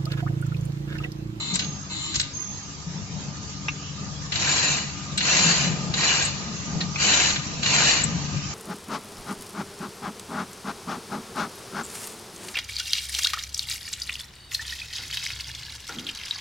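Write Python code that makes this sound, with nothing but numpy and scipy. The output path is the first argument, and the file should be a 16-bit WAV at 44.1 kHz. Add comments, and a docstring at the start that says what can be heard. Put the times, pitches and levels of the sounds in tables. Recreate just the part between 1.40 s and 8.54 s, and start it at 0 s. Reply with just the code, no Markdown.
"""A workshop, the microphone close to a humming capsule filling machine. In the first second the feed
slide makes two strokes, each a scrape along its guide, a few clacks and a thin squeal on the return.
From about three seconds a hand spins the loaded steel plate five times, and the capsules rattle in
their holes. The steel table booms softly under it all; its drone and the machine's hum grow a little
as the microphone moves in."""
import sys
import numpy as np
from scipy import signal
from scipy.fft import rfft, irfft
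from scipy.io import wavfile
from scipy.ndimage import uniform_filter1d

SR = 44100
rng = np.random.default_rng(int(sys.argv[2]) if len(sys.argv) > 2 else 0)


def output_pcm(signal):
    """Save a mono or channel-first signal as 16-bit PCM at the path in sys.argv[1].

    Samples are clipped to [-1, 1] before scaling.
    """
    pcm = np.clip(np.atleast_2d(signal).T, -1, 1) * 32767
    wavfile.write(sys.argv[1], SR, np.round(pcm).astype(np.int16))


N = 314874
T = np.arange(N) / SR
HZ = np.fft.rfftfreq(N, 1 / SR)
TOP_HZ = 7535  # only the thin ticks reach above this

# How the room's sound leans at the microphone. Each row: frequency in Hz, left minus right in dB.
ROOM_BALANCE = [(30, -9), (70, 8.5), (150, 5), (280, 0.5), (600, 0), (1200, 1.5), (2300, 1), (4000, -3),
                (7000, -1)]


def capsule_rattle(rattle_db=2.5, ring_db=-5, roll_db=-12, rows_per_s=52):
    """Capsules chatter in the turning plate, in bunches as each row goes by, and set the steel ringing."""
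    # Pushes of the hand. Each row: start, fastest moment and end in seconds, then rattle level,
    # rim ringing and treble lift in dB.
    spins = [(2.916, 3.152, 3.45, -22.5, -13, 2.5), (3.799, 3.968, 4.33, -20, -11.5, 3.5),
             (4.538, 4.69, 4.902, -21, -14.5, 1.5), (5.575, 5.725, 5.965, -19.5, -8, 4),
             (6.215, 6.44, 6.643, -19.5, -14.5, 2.5)]
    # Capsules in their holes. Each row: frequency in Hz, level in dB.
    capsule_colour = [(100, -7.5), (300, -31.5), (480, -11), (700, -16), (1200, -4), (1650, 3), (2100, 2.5),
                      (2900, -9), (3400, -2), (3900, -0.5), (4500, 5), (4800, 0), (5500, -1), (7400, 1.5)]
    # The plate's resonances. Each row: frequency in Hz, width in Hz, level in dB.
    plate_modes = [(2391, 86, 3), (2525, 50, 6), (2715, 160, 3.5), (2939, 71, 9.5), (3975, 150, .5),
                   (4250, 43, -2.5), (4360, 91, 0), (4550, 69, -3), (7090, 120, 0), (7230, 67, 3.5)]
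    rim_mode = [(2982, 110, 0)]
    # The plate from the microphone. Each row: frequency in Hz, left minus right in dB.
    plate_balance = [(300, -3), (650, 9), (1500, 6), (2200, 2.5), (3000, 4), (5300, -1), (7300, 1.5)]
    # The plate rings as one body. Each row: frequency in Hz, left-right likeness from 0 to 1.
    plate_likeness = [(600, 0.044), (1500, .05), (2100, 0), (2450, 0.66), (2950, 0.49), (3300, .05),
                      (3900, 0.071), (4450, 0.2), (5200, .05), (7400, 0.37)]
    drive = np.sqrt(sum((amp(db) * push(start, fastest, end)) ** 2
                        for start, fastest, end, db, _, _ in spins))
    grip = [(fastest, rim_db, treble_db) for _, fastest, _, _, rim_db, treble_db in spins]
    speed = (drive / drive.max()) ** .3
    rows_passed = np.cumsum(rows_per_s * speed * (1 + .14 * wander(29))) / SR
    bunches = amp(.5 * np.cos(2 * np.pi * rows_passed) + .35 * wander(60))
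    clicks = contacts((spins[0][0], T[-1]), per_s=2400, spread_db=2.6, t60=.012, likeness=.12,
                      ping_db=-4.5, ping_t60=.09, lead_spread_s=.00007)
    clicks = alike(bunches * patchy(clicks, depth_db=1.5), spectrum(plate_likeness))
    body = unit(shape(clicks, amp(spectrum(capsule_colour)) * sides(spectrum(plate_balance))))
    treble = shape(body, np.interp(HZ, [5200, 6400], [0, 1]))
    body = body + (amp(curve(grip, column=2)) - 1) * treble
    ring = amp(ring_db) * patchy(shape(clicks, resonances(plate_modes)), depth_db=1.5)
    rim = amp(curve(grip)) * unit(shape(clicks, resonances(rim_mode)))
    # The plate rumbles on its seat.
    roll = room_noise(resonances([(290, 150, -2.5), (579, 136, -1), (709, 102, 2.0), (1033, 160, 1)]))
    return drive * (amp(rattle_db) * unit(body + ring + rim) + amp(roll_db) * roll)


def push(start, fastest, end, settle_db_per_s=170.5, coast_db=-19.5, coast_fade_db_per_s=15):
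    """Rattle strength for one push: the plate speeds up, is braked by the hand, settles and coasts."""
    progress = np.interp(T, [start, fastest, end], [0, .5, 1])
    arch_db = 20 * np.log10(abs(np.sin(np.pi * progress)) ** 0.698 + 1e-9)
    # The capsules can come to rest only so fast.
    settling_db = np.maximum.accumulate(arch_db + settle_db_per_s * T) - settle_db_per_s * T
    coast = progress * amp(coast_db - coast_fade_db_per_s * np.maximum(T - end, 0))
    return np.hypot(amp(settling_db), coast)


def slide_scrape(scrape_db=-6.5, edge_s=0.017, stop_db=4.5, stop_s=0.01):
    """Fine slips of the feed slide ring its guide, swelling just before the slide meets its stop."""
    # Feed strokes. Each row: start and end in seconds, level in dB.
    strokes = [(-.05, 0.164, -32), (0.503, 0.78, -33.5)]
    # The guide's resonances. Each row: frequency in Hz, width in Hz, level in dB.
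    guide_modes = [(320, 16, 3.5), (927, 68, -10.5), (1180, 150, -14.5), (2120, 55, -2), (2660, 71, -5),
                   (3040, 56, -3), (3470, 110, -5), (3670, 150, -2), (3940, 260, 2), (4190, 340, 0),
                   (6900, 590, -6.5), (7560, 730, -3.5)]
    slips = contacts((0, 1), per_s=3200, spread_db=-1.5, t60=0.0031, likeness=0.4,
                     ping_db=-10, ping_t60=0.043)
    scrape = unit(shape(patchy(slips, depth_db=2.5), resonances(guide_modes)))
    travel = np.zeros(N)
    for start, end, db in strokes:
        moving = np.clip(np.minimum(T - start, end - T) / edge_s + .5, 0, 1)
        travel += moving * amp(db + stop_db * np.exp(-abs(end - T) / stop_s))
    return amp(scrape_db) * sides(2.5) * scrape * travel


def slide_squeal(squeal_db=1, pitch_hz=6447, pure_db=-4, width_hz=80, fade_db_per_s=56.5):
    """The returning slide sings on one high, rough note, to the right of the microphone."""
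    # Returns of the slide. Each row: start and rise time in seconds, level in dB.
    squeals = [(.17, 0.075, -37.5), (.93, 0.023, -32)]
    carrier = np.exp(2j * np.pi * pitch_hz * T)
    note = np.array([(carrier * (amp(pure_db) + wander(width_hz) + 1j * wander(width_hz))).real
                     for channel in range(2)])
    swell = sum(np.clip((T - start) / rise, 0, 1)
                * amp(db - fade_db_per_s * np.maximum(T - start - rise, 0))
                for start, rise, db in squeals)
    return amp(squeal_db) * sides(-7) * unit(note) * swell


def clacks(clack_db=-2.5, neutral_db=-6, steel_db=6, rise_s=0.003):
    """The feed and the capsules strike in short, clattering contacts that ring the steel."""
    # Each row: start in seconds, level in dB, brightness in dB, decay in seconds.
    hits = [(0.136, -28.5, 12.5, 0.15), (0.156, -26, -5.5, 0.046), (.191, -23, -4.5, 0.069),
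            (0.203, -34.5, -2.5, 0.065), (0.219, -35, -21, 0.1), (0.244, -32.5, -6, 0.023),
            (0.74, -29, 2, 0.11), (0.756, -21.5, 6, 0.033), (0.785, -34, 5, 0.062),
            (0.7966, -19, -1, 0.037), (.813, -25, 0, 0.014), (0.828, -35, -9, 0.11),
            (2.92, -26, -13.5, 0.072), (2.956, -23.5, -8, 0.033), (3.332, -28, 1, 0.026),
            (3.381, -32, -14, 0.051), (3.774, -24.5, -7, 0.13), (3.806, -23, -16, 0.046),
            (4.537, -24.5, -8, 0.055), (5.404, -29.5, -10, 0.1), (5.903, -27, -9, 0.025),
            (5.958, -27, -26, 0.058), (6.229, -24.5, -10, 0.079), (6.259, -22, -15, 0.026)]
    # A clack of neutral brightness. Each row: frequency in Hz, level in dB.
    clack_colour = [(150, -17), (600, -18), (1100, -21), (1600, -8.5), (2100, -2), (2700, -5), (3450, -4.5),
                    (4100, 4), (5200, -5), (7400, -6.5)]
    # Steel parts that ring along. 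Each row: frequency in Hz, width in Hz, level in dB.
    steel_modes = [(1520, 78, 3.5), (2120, 21, -8), (2796, 97, 1), (3400, 99, 6), (3850, 200, -9),
                   (4870, 110, 4.5), (7140, 120, -5)]
    out = np.zeros((2, N))
    for start, db, bright_db, t60 in hits:
        hit = burst(t60, likeness=0.29, lead_s=.00016)
        t, hz = np.arange(hit.shape[1]) / SR, np.fft.rfftfreq(hit.shape[1], 1 / SR)
        treble_db = (bright_db - neutral_db) * np.interp(hz, [3000, 6000], [0, 1])
        colour = amp(spectrum(clack_colour, hz) + treble_db) * (hz < TOP_HZ)
        hit = irfft(rfft(hit * (1 - np.exp(-t / rise_s))) * colour)
        onset_rms = np.sqrt(np.mean(hit[:, :256] ** 2))
        add(out, start, amp(db + clack_db) * hit / onset_rms)
    return sides(0.99) * (1.25 * out + amp(steel_db) * shape(out, resonances(steel_modes)))


def hand_knocks(knock_db=-7, tap_db=17, rise_s=0.00075):
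    """The hand damps the plate as it strikes, so its modes die at once."""
    # Each row: start in seconds, level in dB, pitch factor.
    knocks = [(2.282, -15, 0.83), (2.285, -13.5, 0.94), (5.411, -15.5, 1.44), (5.558, -16, 0.88)]
    # The damped plate. Each row: frequency in Hz at pitch factor 1, level in dB, decay in seconds.
    damped_modes = [(964, -10, 0.032), (1283, -7, 0.073), (1750, -10, 0.043), (2376, -8, 0.06),
                    (2610, -3, 0.063), (2830, 0, 0.065), (3000, -3, 0.058), (3960, -10, 0.063),
                    (6300, -8, 0.051)]
    out, t = np.zeros((2, N)), np.arange(4096) / SR
    soft_skin = np.interp(np.fft.rfftfreq(len(t), 1 / SR), [500, 1200, 4000, 5000], [.2, .53, .42, .28])
    for start, db, pitch in knocks:
        ring = sum(amp(mode_db - 60 * t / t60)
                   * np.sin(2 * np.pi * (hz * pitch * t + rng.random() + .5 * rng.random((2, 1))))
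                   for hz, mode_db, t60 in damped_modes)
        tap = irfft(rfft(burst(0.044, likeness=0.14, lead_s=0)) * soft_skin)
        add(out, start, amp(db + knock_db) * (1 - np.exp(-t / rise_s)) * (ring + amp(tap_db) * tap))
    return out


def thin_ticks(width_hz=520, t60=0.04, rise_s=0.0028):
    """Very bright ticks of narrow-band noise near 7.6 kHz, much louder in the left channel."""
    # Each row: start in seconds, level in dB, pitch in Hz.
    ticks = [(0.153, -20.5, 7440), (0.809, -24, 7600), (3.776, -24.5, 7810), (4.849, -17.5, 7710),
             (6.637, -16, 7530)]
    out, t = np.zeros((2, N)), np.arange(4096) / SR
    for start, db, hz in ticks:
        band = np.exp(-((np.fft.rfftfreq(len(t), 1 / SR) - hz) / width_hz) ** 2)
        fizz = unit(irfft(rfft(rng.standard_normal((2, len(t)))) * band))
        add(out, start, amp(db - 60 * t / t60) * (1 - np.exp(-t / rise_s)) * fizz)
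    return sides(16.3) * out


def finger_brush():
    """Skin rubs the rim and stirs the plate's strongest mode."""
    # Each row: time in seconds, level in dB.
    rub = [(2.33, -62), (2.4, -49), (2.49, -45), (2.55, -57), (2.62, -52)]
    touching = uniform_filter1d(1. * ((T >= rub[0][0]) & (T <= rub[-1][0])), size=400)
    return sides(-4) * amp(curve(rub)) * touching * room_noise(resonances([(2920, 470, 0)]) ** 2)


def steel_table(rise_db_per_s=0.62, uneven_db=4.0, swell_rise_s=0.065, swell_fall_s=.11):
    """The table booms when jolted; its drone swells around each jolt and grows as the microphone nears."""
    # Jolts. Each row: start in seconds, boom level in dB, pitch in Hz, decay in seconds, swell in dB.
    jolts = [(0.125, -12.5, 182, 0.1, -49), (.15, -33, 54.7, 0.24, -34.5), (0.759, -20, 60, 0.11, -54),
             (.8, -33, 45.2, 0.17, -58), (1.464, -14.5, 168.5, 0.14, -59),
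             (1.549, -11.5, 164, 0.092, -38.5), (2.829, -24, 154, 0.11, -39.5), (3.298, -20, 150, .12, -36),
             (4.039, -17, 167.4, 0.27, -25.5), (4.293, -8, 151, 0.12, -23.5), (4.492, -26, 149, 0.084, -26),
             (4.86, -20, 153, 0.11, -33), (5.388, -22, 166.3, 0.25, -27), (5.661, -12, 196, 0.11, -53),
             (6.698, -20, 173, 0.24, -26)]
    # The drone. Each row: frequency in Hz, level in dB.
    drone_colour = [(40, -31.5), (95, -29.5), (138, 0.5), (172, 0), (205, -1.5), (250, -13.5), (400, -20.5),
                    (900, -21.5), (3000, -69.5)]
    drone_power = amp(-40.5 + rise_db_per_s * T + uneven_db * wander(5)) ** 2
    booms, t = np.zeros((2, N)), np.arange(SR // 2) / SR
    for start, db, hz, t60, swell_db in jolts:
        boom = amp(db - 60 * t / t60) * (1 - np.exp(-t / 0.019)) * np.sin(2 * np.pi * hz * t)
        add(booms, start, sides(2.6) * boom)
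        swell_s = np.where(T < start, swell_rise_s, swell_fall_s)
        drone_power += amp(swell_db) ** 2 * np.exp(-((T - start) / swell_s) ** 2)
    return booms + amp(-3.5) * np.sqrt(drone_power) * room_noise(amp(spectrum(drone_colour)))


def motor_and_fan(waver_hz=0.747, flutter_db=4.0, air_db=-36.5, air_rise_db_per_s=0.8344):
    """Motor and pump hum in wavering tones; the fan adds a fuzzy whine and rushing air."""
    # Motor and pump tones. Each row: frequency in Hz, level in dB.
    tones = [(72.8, -51), (96.5, -51), (145.8, -44), (193.5, -50.5), (283, -54.5)]
    # Rushing air. Each row: frequency in Hz, level in dB.
    air_colour = [(20, -9), (55, -1.5), (110, 10.5), (200, 2.5), (320, -0.5), (600, -9.5), (1000, -4.5),
                  (1700, -7.5), (3600, -7), (5200, -3), (6200, -2.5), (7500, -5)]
    # Levels as the microphone moves. Each row: time in seconds, hum gain in dB, whine level in dB.
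    nearness = [(0, -0.5, -51), (1.3, -5.5, -56), (2.1, 1.5, -51.5), (4.5, 0, -46), (7.14, 4, -46.5)]
    hum = np.zeros((2, N))
    for hz, db in tones:
        gain = amp(db + flutter_db * wander(31)) * sides(spectrum(ROOM_BALANCE, hz))
        phase = 2 * np.pi * np.cumsum(hz + waver_hz * wander(3.84)) / SR
        hum += gain * np.sqrt(2) * np.sin(phase)
    swell_db, flicker_db = 2.2 * wander(8), .6 * wander(30)
    whine = amp(curve(nearness, column=2) + swell_db) * room_noise(resonances([(1217, 57, 0)]) ** 2)
    rush = patchy(room_noise(amp(spectrum(air_colour))), depth_db=3.0)
    air = amp(air_db + air_rise_db_per_s * T + flicker_db) * rush
    return amp(curve(nearness)) * hum + whine + air


def workshop_echo(x, t60_low, t60_high):
    """Sparse reflections whose treble dies sooner than their bass."""
    taps = rng.choice([-1., 1.], (2, SR)) * (rng.random((2, SR)) < 1 / 16) * (np.arange(SR) > SR // 200)
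    hz, t, bands = signal.stft(taps, SR, nperseg=256)
    t60 = np.interp(hz, [0, TOP_HZ], [t60_low, t60_high])[:, None]
    tail = signal.istft(bands * amp(-60 * t / t60), SR, nperseg=256)[1]
    return signal.fftconvolve(x, tail / np.linalg.norm(tail[0]), axes=1)[:, :N]


def room_noise(gain):
    """Coloured noise in the room: alike on both sides in the bass, unrelated in the treble."""
    # Each row: frequency in Hz, left-right likeness from 0 to 1.
    room_likeness = [(30, 0.86), (120, 0.57), (260, 0.92), (500, 0.85), (1000, 0.31), (2000, 0), (7000, 0)]
    pair = alike(rng.standard_normal((2, N)), spectrum(room_likeness))
    return unit(shape(pair, gain * sides(spectrum(ROOM_BALANCE))))


def contacts(span, per_s, spread_db, t60, likeness, ping_db, ping_t60, lead_spread_s=.00003, count=200):
    """Many small, uneven contacts; each kind ticks and pings at a pitch and a place of its own."""
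    t = np.arange(1536) / SR
    pitches, kinds = np.linspace(900, TOP_HZ, count), []
    for hz, lead_s in zip(pitches, .00016 + lead_spread_s * rng.standard_normal(count)):
        ping = np.sin(2 * np.pi * hz * (t - np.array([[0], [lead_s]]))) * amp(-60 * t / ping_t60)
        tick = burst(t60, likeness, lead_s, size=len(t))
        kinds.append(tick + amp(ping_db) * ping / np.linalg.norm(ping[0]))
    strength = amp(spread_db * np.minimum(rng.exponential(1, N), 3))
    kind = rng.integers(0, count, N)
    during = (T >= span[0]) & (T <= span[1])
    out = np.zeros((2, N))
    for i in np.flatnonzero((rng.random(N) < per_s / SR) & during):
        add(out, i / SR, strength[i] * kinds[kind[i]])
    return unit(out)


def burst(t60, likeness, lead_s, size=4096):
    """One contact: a sharp tick and its scatter off nearby steel, lead_s earlier on the left."""
    t = np.arange(size) / SR
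    shared, left, right = rng.standard_normal((3, size)) * amp(-60 * t / t60)
    direct = np.array([shared, np.interp(t - lead_s, t, shared, left=0)])
    pair = np.sqrt(likeness) * direct + np.sqrt(1 - likeness) * np.array([left, right])
    return pair / np.linalg.norm(pair[0])


def patchy(x, depth_db):
    """Colour that drifts at random, a few hundred hertz and some tens of milliseconds at a time."""
    bands = signal.stft(x, nperseg=1024)[2]
    patches = uniform_filter1d(rng.standard_normal(bands.shape[1:]), size=5, axis=0)
    patches = unit(uniform_filter1d(patches, size=5, axis=1))
    return unit(signal.istft(bands * amp(depth_db * patches), nperseg=1024)[1][:, :N])


def wander(rate_hz, step=32):
    """A smooth random drift of rms 1."""
    coarse = T[::step]
    hz = np.fft.rfftfreq(len(coarse), step / SR)
    slow = irfft(rfft(rng.standard_normal(len(coarse))) * np.exp(-(hz / rate_hz) ** 2), len(coarse))
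    return np.interp(T, coarse, unit(slow))


def resonances(modes):
    """Frequency response of a set of modes, alternating in sign."""
    return sum((-1) ** k * amp(db) / (1 + 1j * (HZ ** 2 - hz ** 2) / (HZ * width + 1e-9))
               for k, (hz, width, db) in enumerate(modes))


def alike(pair, likeness):
    """Gives the right channel a share of the left."""
    left, right = pair
    return np.array([left, shape(left, likeness) + shape(right, np.sqrt(1 - likeness ** 2))])


def sides(db):
    """Left and right gains for a level difference, left minus right."""
    return amp(np.array([[.5], [-.5]]) * db)


def spectrum(rows, hz=HZ):
    """Reads a table along a log-frequency axis."""
    row_hz, value = np.transpose(rows)
    return np.interp(np.log(hz + 1), np.log(row_hz + 1), value)


def curve(rows, column=1):
    """One column of a time table at every sample."""
    rows = np.array(rows)
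    return np.interp(T, rows[:, 0], rows[:, column])


def shape(x, gain):
    """Filters by a gain for each frequency."""
    return irfft(rfft(x) * gain, N)


def add(mix, start_s, sound):
    """Mixes a sound in at a time."""
    part = mix[..., max(round(start_s * SR), 0):][..., :sound.shape[-1]]
    part += sound[..., :part.shape[-1]]


def amp(db):
    """Decibels to gain."""
    return 10 ** (np.asarray(db) / 20)


def unit(x):
    """Scales to rms 1."""
    return x / np.sqrt(np.mean(x ** 2) + 1e-20)


def scene():
    """Machine and plate close to the microphone, with the workshop's reflections behind."""
    near = slide_scrape() + slide_squeal() + capsule_rattle() + clacks() + finger_brush()
    echo = amp(-10.5) * workshop_echo(near, t60_low=.55, t60_high=.35)
    mix = near + echo + hand_knocks() + motor_and_fan() + steel_table()
    treble_cut = np.clip((TOP_HZ - HZ) / 100 + .5, 0, 1)
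    return shape(mix, treble_cut) + thin_ticks()


def record(dry):
    """A steep low-pass at 8780 Hz."""
    lowpass = signal.firwin(511, 8780, window=("kaiser", 9), fs=SR)
    return signal.oaconvolve(dry, lowpass[None], "same")


dry = scene()
out = record(dry)
output_pcm(out)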